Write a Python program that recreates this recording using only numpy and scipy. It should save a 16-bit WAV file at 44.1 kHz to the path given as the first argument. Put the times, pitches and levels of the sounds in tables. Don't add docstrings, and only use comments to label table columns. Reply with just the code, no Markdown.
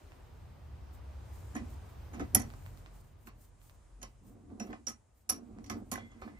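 import sys
import numpy as np
from scipy import signal
from scipy.fft import rfft, irfft
from scipy.io import wavfile

SR = 44100
rng = np.random.default_rng(int(sys.argv[2]) if len(sys.argv) > 2 else 0)


def to_wav(s):
    ch = np.atleast_2d(s).T
    pcm = np.round(np.clip(ch, -1, 1) * 32767)
    wavfile.write(sys.argv[1], SR, pcm.astype(np.int16))


N = 281835


def from_db(db):
    return 10 ** (np.asarray(db) / 20)


def rms_one(x):
    return x / np.sqrt(np.mean(x ** 2) + 1e-20)


def in_time(rows):
    seconds, *columns = np.transpose(rows)
    return [np.interp(np.arange(N) / SR, seconds, column) for column in columns]


def at_hz(points, hz):
    points_hz, values = np.array(points).T
    return np.interp(np.log(hz), np.log(points_hz), values)


def drift(rate_hz):
    pole = np.exp(-80 * np.pi * rate_hz / SR)
    noise = rng.standard_normal(N // 40 + 2002)
    slow = signal.lfilter([1], [1, -2 * pole, pole * pole], noise)[2000:]
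    return np.interp(np.arange(N) / 40, np.arange(len(slow)), rms_one(slow))


def swells(s, db, rise_ms, fall_ms, order=1):
    t = np.arange(0, N, 32)[:, None] / SR - s
    away = np.where(t < 0, -1000 * t / rise_ms, 1000 * t / fall_ms)
    gain = from_db(db - 20 * away ** order).sum(axis=1)
    return np.interp(np.arange(N) / 32, np.arange(len(gain)), 20 * np.log10(gain + 1e-7))


def ring(force, hz, t60):
    radius, angle = from_db(-60 / (t60 * SR)), 2 * np.pi * hz / SR
    feedback = [1, -2 * radius * np.cos(angle), radius * radius]
    return signal.lfilter([0, np.sin(angle)], feedback, force + 1e-18)


def band(x, low_hz, high_hz):
    edges = [low_hz, min(high_hz, .45 * SR)]
    return signal.sosfilt(signal.butter(2, edges, "band", fs=SR, output="sos"), x)


def late(x, s):
    return irfft(rfft(x) * np.exp(-2j * np.pi * np.fft.rfftfreq(N, 1 / SR) * s), N)


def add(track, s, piece):
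    at = int(s * SR)
    track[at:at + len(piece)] += piece[:N - at]


def contact(ms, grit):
    t = np.arange(len(grit)) / (SR * max(ms, .1) / 1000)
    push = grit * t * np.exp(-2 * t)
    return push / np.sqrt(np.sum(push ** 2))


CONTACT_MS, CRACK_DB, MODE_SPREAD_DB = 2.64, 19, 3
RATTLE_T60_S = 0.093
RATTLE_LUMP_DB = 5
GRIP_SHORTENS = 0.56
ROD_LAG_S = .0004
# start in seconds, strength in dB of the vise's clank near 1.8 kHz, of the rod's
# main ring at 5.75 kHz, of the clink near 6.5 kHz and of the screw head's ring near 11 kHz, bench thud in dB,
# left over right in dB, rattle energy against the blow in dB, damping by the hand in dB (lower is firmer).
KNOCKS = [(1.5487, -41, -53, -36, -53, -49, 3, -4, -2.5), (1.5625, -32, -56, -54, -50, -53, -9.5, -22, -1),
          (2.1314, -41, -66, -54, -65, -55, -5, -0.5, -0.5),
          (2.1937, -28.5, -49, -43, -50, -48, -2.5, -5.5, -5),
          (2.3469, -19.5, -21.5, -15.5, -2.5, -35.5, -7.5, -16, -2),
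          (2.3953, -52, -50, -44, -46.5, -57, -16.5, -1.5, -2.5),
          (2.412, -43, -70, -65, -70, -58, -11, -1, -5), (3.269, -37, -52, -53, -58, -57, -4.5, -16, -25),
          (4.0143, -48, -58, -44.5, -73, -63, -4, -1, -1),
          (4.0272, -37, -39.5, -37, -36, -53.5, -7.5, -17, -5),
          (4.5969, -38.5, -41.5, -41, -50, -50, -4.5, -10, 0.5),
          (4.667, -53, -74.5, -61, -58, -63, -7, -14.5, -4),
          (4.6967, -55.5, -73.5, -72, -78.5, -58, -6, -11.5, -5),
          (4.7274, -27, -55, -44, -78, -55.5, -2, -15, -9.5),
          (4.867, -56, -30, -35, -51, -54.5, -6.5, -3.5, -1),
          (4.8812, -39.5, -43, -37, -44.5, -56, -11.5, -3.5, -3),
          (5.2912, -40.5, -30, -41.5, -29, -47.5, -8, 2, 1),
          (5.64, -47, -53.5, -54, -68, -71.5, -10, -6.5, -2.5),
          (5.6599, -54, -44, -48, -61.5, -73, -9, -0.5, -18),
          (5.6967, -28, -35, -37, -40, -45.5, -8.5, -7.5, -3),
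          (5.914, -35, -31, -22.5, -23, -45.5, -8, -5, -8),
          (5.9263, -34, -44, -44.5, -41, -54.5, -6, -11, -10),
          (5.954, -24.5, -59, -59, -54, -56, -6, -10, 4), (5.9722, -53, -64, -57, -67, -51, -20, -28, -0.5),
          (6.1148, -57, -69, -48, -82, -65, -4, -16.5, -7),
          (6.2137, -40, -61, -52, -60, -50, -11, -7.5, -16),
          (6.2701, -54, -79.5, -80.5, -74, -57.5, -5, -16.5, -8.5)]
STRENGTH_HZ = [1800, 5750, 6500, 11200]
# frequency in Hz, relative level in dB, undamped t60 in seconds.
ROD_MODES = [(2005, -13, .024), (4470, -12, .017), (5720, 5, .044), (5800, -2, .03), (6300, 1, .021),
             (6650, 1, .03), (6910, -4, .024), (8330, -1, .024), (8580, 4, .028), (10770, -6, .014),
             (11160, 8, .026), (11480, 0, .021), (11780, -7, .021), (13150, 5, .024), (13870, 3, .024),
             (15200, -9, .014)]
# frequency in Hz, relative level in dB.
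KNOCK_COLOUR = [(1800, 0.4), (4000, -2), (5750, -2.2), (6500, -1.5), (8500, -4), (11200, 1.5),
                (13500, -11.5)]
# frequency in Hz, change in dB without a firm grip.
CRACK_FALL = [(4000, 2.1), (7000, -5.5), (11000, -26), (16000, -14)]


def rod_ring(t, colour, grip_db, own, phase):
    ring_out = 0
    for (hz, db, t60), chance, turn in zip(ROD_MODES, own, phase):
        held_t60 = t60 * from_db(GRIP_SHORTENS * grip_db)
        level_db = db + grip_db + at_hz(colour, hz) + MODE_SPREAD_DB * chance
        ring_out = ring_out + from_db(level_db - 60 * t / held_t60) * np.sin(2 * np.pi * (hz * t + turn))
    return ring_out


def handle():
    grit = rng.standard_normal((len(KNOCKS), 2, 8192))
    luck = rng.random((len(KNOCKS), 2, len(ROD_MODES)))
    t, hz = np.arange(8192) / SR, np.fft.rfftfreq(16384, 1 / SR) + 1
    left, right, thud = np.zeros((3, N))
    for row, (blow_grit, rattle_grit), (own, phase) in zip(KNOCKS, grit, luck):
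        s, *strengths, thud_db, pan_db, rattle_db, grip_db = row
        strength_curve = list(zip(STRENGTH_HZ, strengths))
        colour = [(f, db + at_hz(strength_curve, f)) for f, db in KNOCK_COLOUR]

        lumps_db = RATTLE_LUMP_DB * np.repeat(blow_grit[-64:], 128)
        rattle = rattle_grit * from_db(lumps_db - 60 * t / RATTLE_T60_S) * np.clip(t / 0.0057, 0, 1)
        rattle = from_db(rattle_db) * rattle / np.sqrt(np.sum(rattle ** 2))
        force = contact(CONTACT_MS, blow_grit) + rattle

        modes = rod_ring(t, colour, grip_db, own, phase)
        thinning_db = at_hz(CRACK_FALL, hz) * min(from_db(grip_db), 1)
        crack = from_db(at_hz(colour, hz) + thinning_db + CRACK_DB)
        crack = crack * np.exp(-2j * np.pi * hz * 0.0019)
        crack = crack * hz ** 2 / (hz ** 2 + 1100.0 ** 2)
        sound = irfft(rfft(force, 16384) * crack + rfft(rattle, 16384) * rfft(modes, 16384))
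        sound[:len(t)] += modes * (1 - np.exp(-(1000 * t / CONTACT_MS) ** 2))

        add(left, s, sound * from_db(pan_db / 2))
        add(right, s, sound * from_db(-pan_db / 2))
        add(thud, s + 0.0055, force * from_db(thud_db))
    return np.array([late(left, ROD_LAG_S), right]), thud


AFTER_SWELL_MS, AFTER_FADE_MS = 50, 350
UPPER_AFTER_DB = -66
# peak time in seconds, level of the lower mode in dB.
AFTER = [(6.0, -61), (6.34, -66)]


def after_ring():
    lower = from_db(swells(*np.transpose(AFTER), AFTER_SWELL_MS, AFTER_FADE_MS))
    shake = rng.standard_normal(N)
    upper = from_db(swells(AFTER[0][0], UPPER_AFTER_DB, AFTER_SWELL_MS, AFTER_FADE_MS / 2))
    return lower * rms_one(ring(shake, 2070, .12)) + upper * rms_one(ring(shake, 3350, .045))


BENCH_LAG_S, BENCH_LEFT_DB = .00022, -3.5
# frequency in Hz, relative level in dB, longest t60 in seconds.
BENCH_MODES = [(84.2, -2.5, 0.14), (109, -6.5, 0.3), (192.9, -42.5, 0.11), (239.5, -3.5, .13),
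               (290.3, -3, 0.082), (380, -13.5, 0.1), (491.4, -26.5, 0.12), (580.5, -14, 0.06),
               (755, 8.5, 0.068), (877, 2, 0.045), (1041, 5, .03), (1342, 16, 0.0085), (1560, 0.5, 0.018),
               (2286, -31, 0.0033)]
# peak time in seconds, peak level in dB,
# ms to swell by 20 dB, ms to fade by 20 dB.
GROAN = [(1.563, -38, 20, 133), (1.75, -61.5, 114, 122), (2.156, -44, 40, 78), (2.209, -35, 49.5, 69),
         (2.366, -28.5, 30, 98.5), (3.281, -48.5, 40, 25), (3.346, -61, 20.5, 150), (4.04, -52, 38, 57),
         (4.274, -52.5, 111, 502.5), (4.507, -45.5, 24, 101.5), (4.58, -56.5, 39.5, 50),
         (4.621, -40, 39.5, 63), (4.699, -43, 30.5, 111), (4.736, -51, 82, 63), (4.882, -47, 13, 60),
         (5.32, -43.5, 25.5, 401), (5.593, -48, 121, 56), (5.714, -40.5, 43, 149.5),
         (5.774, -42, 122, 85.5), (5.924, -33.5, 4.5, 106.5), (6.27, -43.5, 150, 86.5)]


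def bench(thud):
    level = from_db(swells(*np.transpose(GROAN)))
    shake = band(rng.standard_normal(N), 200, 370)
    shake = shake * from_db(3.38 * drift(23))
    modes = [(hz, db, min(t60, 30 / hz)) for hz, db, t60 in BENCH_MODES]
    groan = rms_one(sum(from_db(db) * ring(shake, hz, t60) for hz, db, t60 in modes))
    thud = band(thud, 49, 6100)
    return level * groan + sum(from_db(db) * ring(thud, hz, t60) for hz, db, t60 in modes)


DENSE_DB, DENSE_T60_S = -10.52, 0.16


def dense_body(thud):
    t = np.arange(SR // 4) / SR
    tail = band(rng.standard_normal(len(t)), 430, 2100)
    tail = tail * from_db(-60 * t / DENSE_T60_S) * np.clip(t / 0.0027, 0, 1)
    return from_db(DENSE_DB) * signal.fftconvolve(thud, rms_one(tail))[:N]


# start in seconds, peak level in dB, centre of the band in Hz.
TICKS = [(0.1204, -41, 1780), (2.503, -37.5, 2530), (2.538, -41, 1800), (2.663, -37.5, 1880),
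         (2.7747, -43, 8340), (2.8613, -37.5, 2170), (3.289, -46, 8940), (3.697, -45.5, 3000),
         (5.5866, -41.5, 1785), (5.805, -53.5, 1200), (4.503, -50, 984), (3.616, -51.5, 3970)]


def ticks():
    out, grit = np.zeros(N), rng.standard_normal((len(TICKS), 600))
    for (s, db, hz), g in zip(TICKS, grit):
        click = band(contact(.12, 1 + .7 * g), hz * .3, hz * 1.8)
        add(out, s, from_db(db) * click / np.max(np.abs(click)))
    return out


CABIN_DB = -10.5
# frequency in Hz, t60 in seconds.
CABIN_T60 = [(200, 0.12), (1000, 0.12), (4000, 0.1464), (9000, 0.02), (15000, .1)]


def cabin(x):
    t, edges = np.arange(SR // 3) / SR, 100 * 2. ** np.arange(0, 8)
    white = rng.standard_normal((2, len(t)))
    tail = 0
    for low, high in zip(edges, edges[1:]):
        tail = tail + band(white, low, high) * from_db(-60 * t / at_hz(CABIN_T60, low * np.sqrt(2)))
    tail = tail * np.clip(t / 0.006, 0, 1)
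    return signal.fftconvolve(x[None], tail / np.sqrt(np.sum(tail[0] ** 2)), axes=1)[:, :N]


SCRAPE_DB = -24
HISS_TAIL_DB, HISS_TAIL_MS = -33, 110
# time in seconds, cabin air in dB, hiss in dB, steady cloth in dB.
AROUND = [(0.0, -60.5, -78.5, -76.5), (0.6, -62.5, -84.5, -81), (1.0, -60, -82.5, -80),
          (1.56, -58, -70, -80), (2.1, -58.5, -85.5, -72.5), (2.53, -59.5, -75, -74),
          (2.95, -62.5, -77.5, -83), (3.1, -67, -80.5, -92.5), (3.17, -67, -85, -105),
          (3.55, -70.5, -79.5, -105), (3.75, -68, -76.5, -100), (4.4, -72, -81.5, -105),
          (4.8, -72.5, -78, -105), (5.2, -75.5, -84, -105), (5.6, -69, -80.5, -97.5),
          (5.88, -69.5, -79, -98), (6.39, -65, -79.5, -94)]
# peak time in seconds, level in dB before flutter, ms to swell or fade by 20 dB.
RUSTLE = [(.955, -69.5, 48), (1.39, -71, 192), (1.719, -70, 70), (1.9, -73, 68), (2.2, -79, 36),
          (2.55, -76, 148), (2.66, -72, 90.5), (2.78, -70.5, 98.5), (2.969, -68, 63.5), (3.085, -73, 65.5),
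          (3.24, -73.5, 73.5), (3.274, -59.5, 20), (3.43, -66, 72), (3.656, -68, 67.5), (3.73, -83, 120.5),
          (4.1, -81, 67.5), (4.285, -70.5, 60), (4.38, -91, 100), (4.67, -70, 66), (5.195, -75.5, 62),
          (5.47, -89.5, 96.5), (5.65, -81.5, 54), (5.776, -75.5, 43.5), (5.89, -74.5, 42),
          (6.07, -83.5, 50), (6.24, -78, 89.5)]
# time in seconds, level in dB near 46, 67 and 100 Hz.
THROB = [(0.0, -56, -55.5, -65.5), (0.48, -63.5, -58.5, -52), (0.75, -63, -48.5, -53),
         (0.999, -74, -47, -57.5), (1.551, -59, -48, -51), (1.94, -57.5, -54.5, -53.5),
         (2.4, -52.5, -49, -48), (2.8, -52.5, -63.5, -53.5), (3.38, -60.5, -66.5, -60.5),
         (3.65, -56, -66, -64.5), (3.95, -55, -64.5, -66), (4.3, -62, -70, -58), (4.7, -59, -63.5, -63.5),
         (5.1, -76, -68.5, -73), (5.36, -75.5, -69, -76), (5.55, -61, -60.5, -58.5), (5.94, -62, -69, -57),
         (6.39, -70, -58, -63)]
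# frequency in Hz, relative density in dB per Hz.
DEEP = [(22, -28.5), (34, -15.5), (46, 26.5), (56, -11.5), (70, -50.5)]
MIDDLE = [(45, -29), (58, 14.5), (67, 15), (80, 6), (95, -57)]
UPPER = [(70, -36.5), (86, 11), (100, 10.5), (135, 1), (185, -13), (300, -57)]
# frequency in Hz, relative dB per Hz.
AIR = [(100, -24.5), (160, 0.5), (300, -1.5), (600, -4.5), (1000, -5.5), (1500, -13), (2300, -17),
       (3500, -21), (5500, -23.5), (8000, -42.5)]
HISS = [(1500, -23.5), (2500, -26), (4000, -19), (5500, -8), (7500, -1), (8600, 1.5), (10200, -21.5),
        (12000, -24), (16000, -27.5)]
CLOTH = [(2500, -15), (4000, -15.5), (6500, -11), (8500, -5.5), (11000, -16.5), (14000, -7.5),
         (16000, -1.5)]
SCRAPE = [(200, -12.5), (400, -2.5), (750, 2.7), (1100, 5.5), (1600, -6.5), (2500, -20.5), (4500, -17),
          (8000, -32)]
# frequency in Hz, correlation from -1 to 1.
LIKENESS = [(40, 0.93), (100, 0.96), (170, 0.5), (380, 0.27), (950, 0.1977), (2380, 0.45), (5980, 0.2),
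            (15000, 0.5)]


def background():
    layers = list(zip([DEEP, MIDDLE, UPPER], in_time(THROB)))
    layers += list(zip([AIR, HISS, CLOTH], in_time(AROUND)))
    rustle_s, rustle_db, length_ms = np.transpose(RUSTLE)
    knock_s, _, ring_db = np.transpose(KNOCKS)[:3]
    layers.append((SCRAPE, swells(*np.transpose(GROAN)) + SCRAPE_DB))
    layers.append((HISS, swells(knock_s, ring_db + HISS_TAIL_DB, 2.4, HISS_TAIL_MS)))
    rustle = swells(rustle_s, rustle_db, length_ms, length_ms, order=2)
    layers.append((CLOTH, rustle + 2.8 * drift(32)))

    edges = 8000 * 2 ** (np.arange(-26, 4) / 3)
    centres, widths = np.sqrt(edges[1:] * edges[:-1]), np.diff(edges)
    shares = [from_db(2 * at_hz(shape, centres)) * widths for shape, _ in layers]
    powers = [from_db(2 * db) / np.sum(share) for share, (_, db) in zip(shares, layers)]
    out, white = 0, rng.standard_normal((2, 2, N))
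    for k, hz in enumerate(centres):
        mid, side = band(white[k % 2], edges[k], edges[k + 1]) / np.sqrt(4 * widths[k] / SR)
        alike = np.clip(at_hz(LIKENESS, hz), -1, 1)
        power = sum(share[k] * layer_power for share, layer_power in zip(shares, powers))
        gain = np.sqrt(power) * from_db(0.6 * drift(5.3))
        out = out + gain * (np.sqrt(1 + alike) * mid + np.sqrt(1 - alike) * side * [[1], [-1]])
    return out


def scene():
    rod, thud = handle()
    wood = bench(thud) + dense_body(thud) + ticks() + after_ring()
    wood_pair = np.array([from_db(BENCH_LEFT_DB) * late(wood, BENCH_LAG_S), wood])
    reflections = from_db(CABIN_DB) * cabin(rod.mean(axis=0) + wood)
    return rod + wood_pair + reflections + background()


NARROW_HZ, CUTOFF_HZ = 9200, 16600


def record(dry):
    dry = signal.sosfilt(signal.butter(2, 32, "high", fs=SR, output="sos"), dry)
    mid, side = (dry[0] + dry[1]) / 2, (dry[0] - dry[1]) / 2
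    side = signal.sosfiltfilt(signal.butter(4, NARROW_HZ, fs=SR, output="sos"), side)
    top_cut = signal.cheby2(12, 70, CUTOFF_HZ, fs=SR, output="sos")
    return signal.sosfilt(top_cut, [mid + side, mid - side])


dry = scene()
out = record(dry)
to_wav(out)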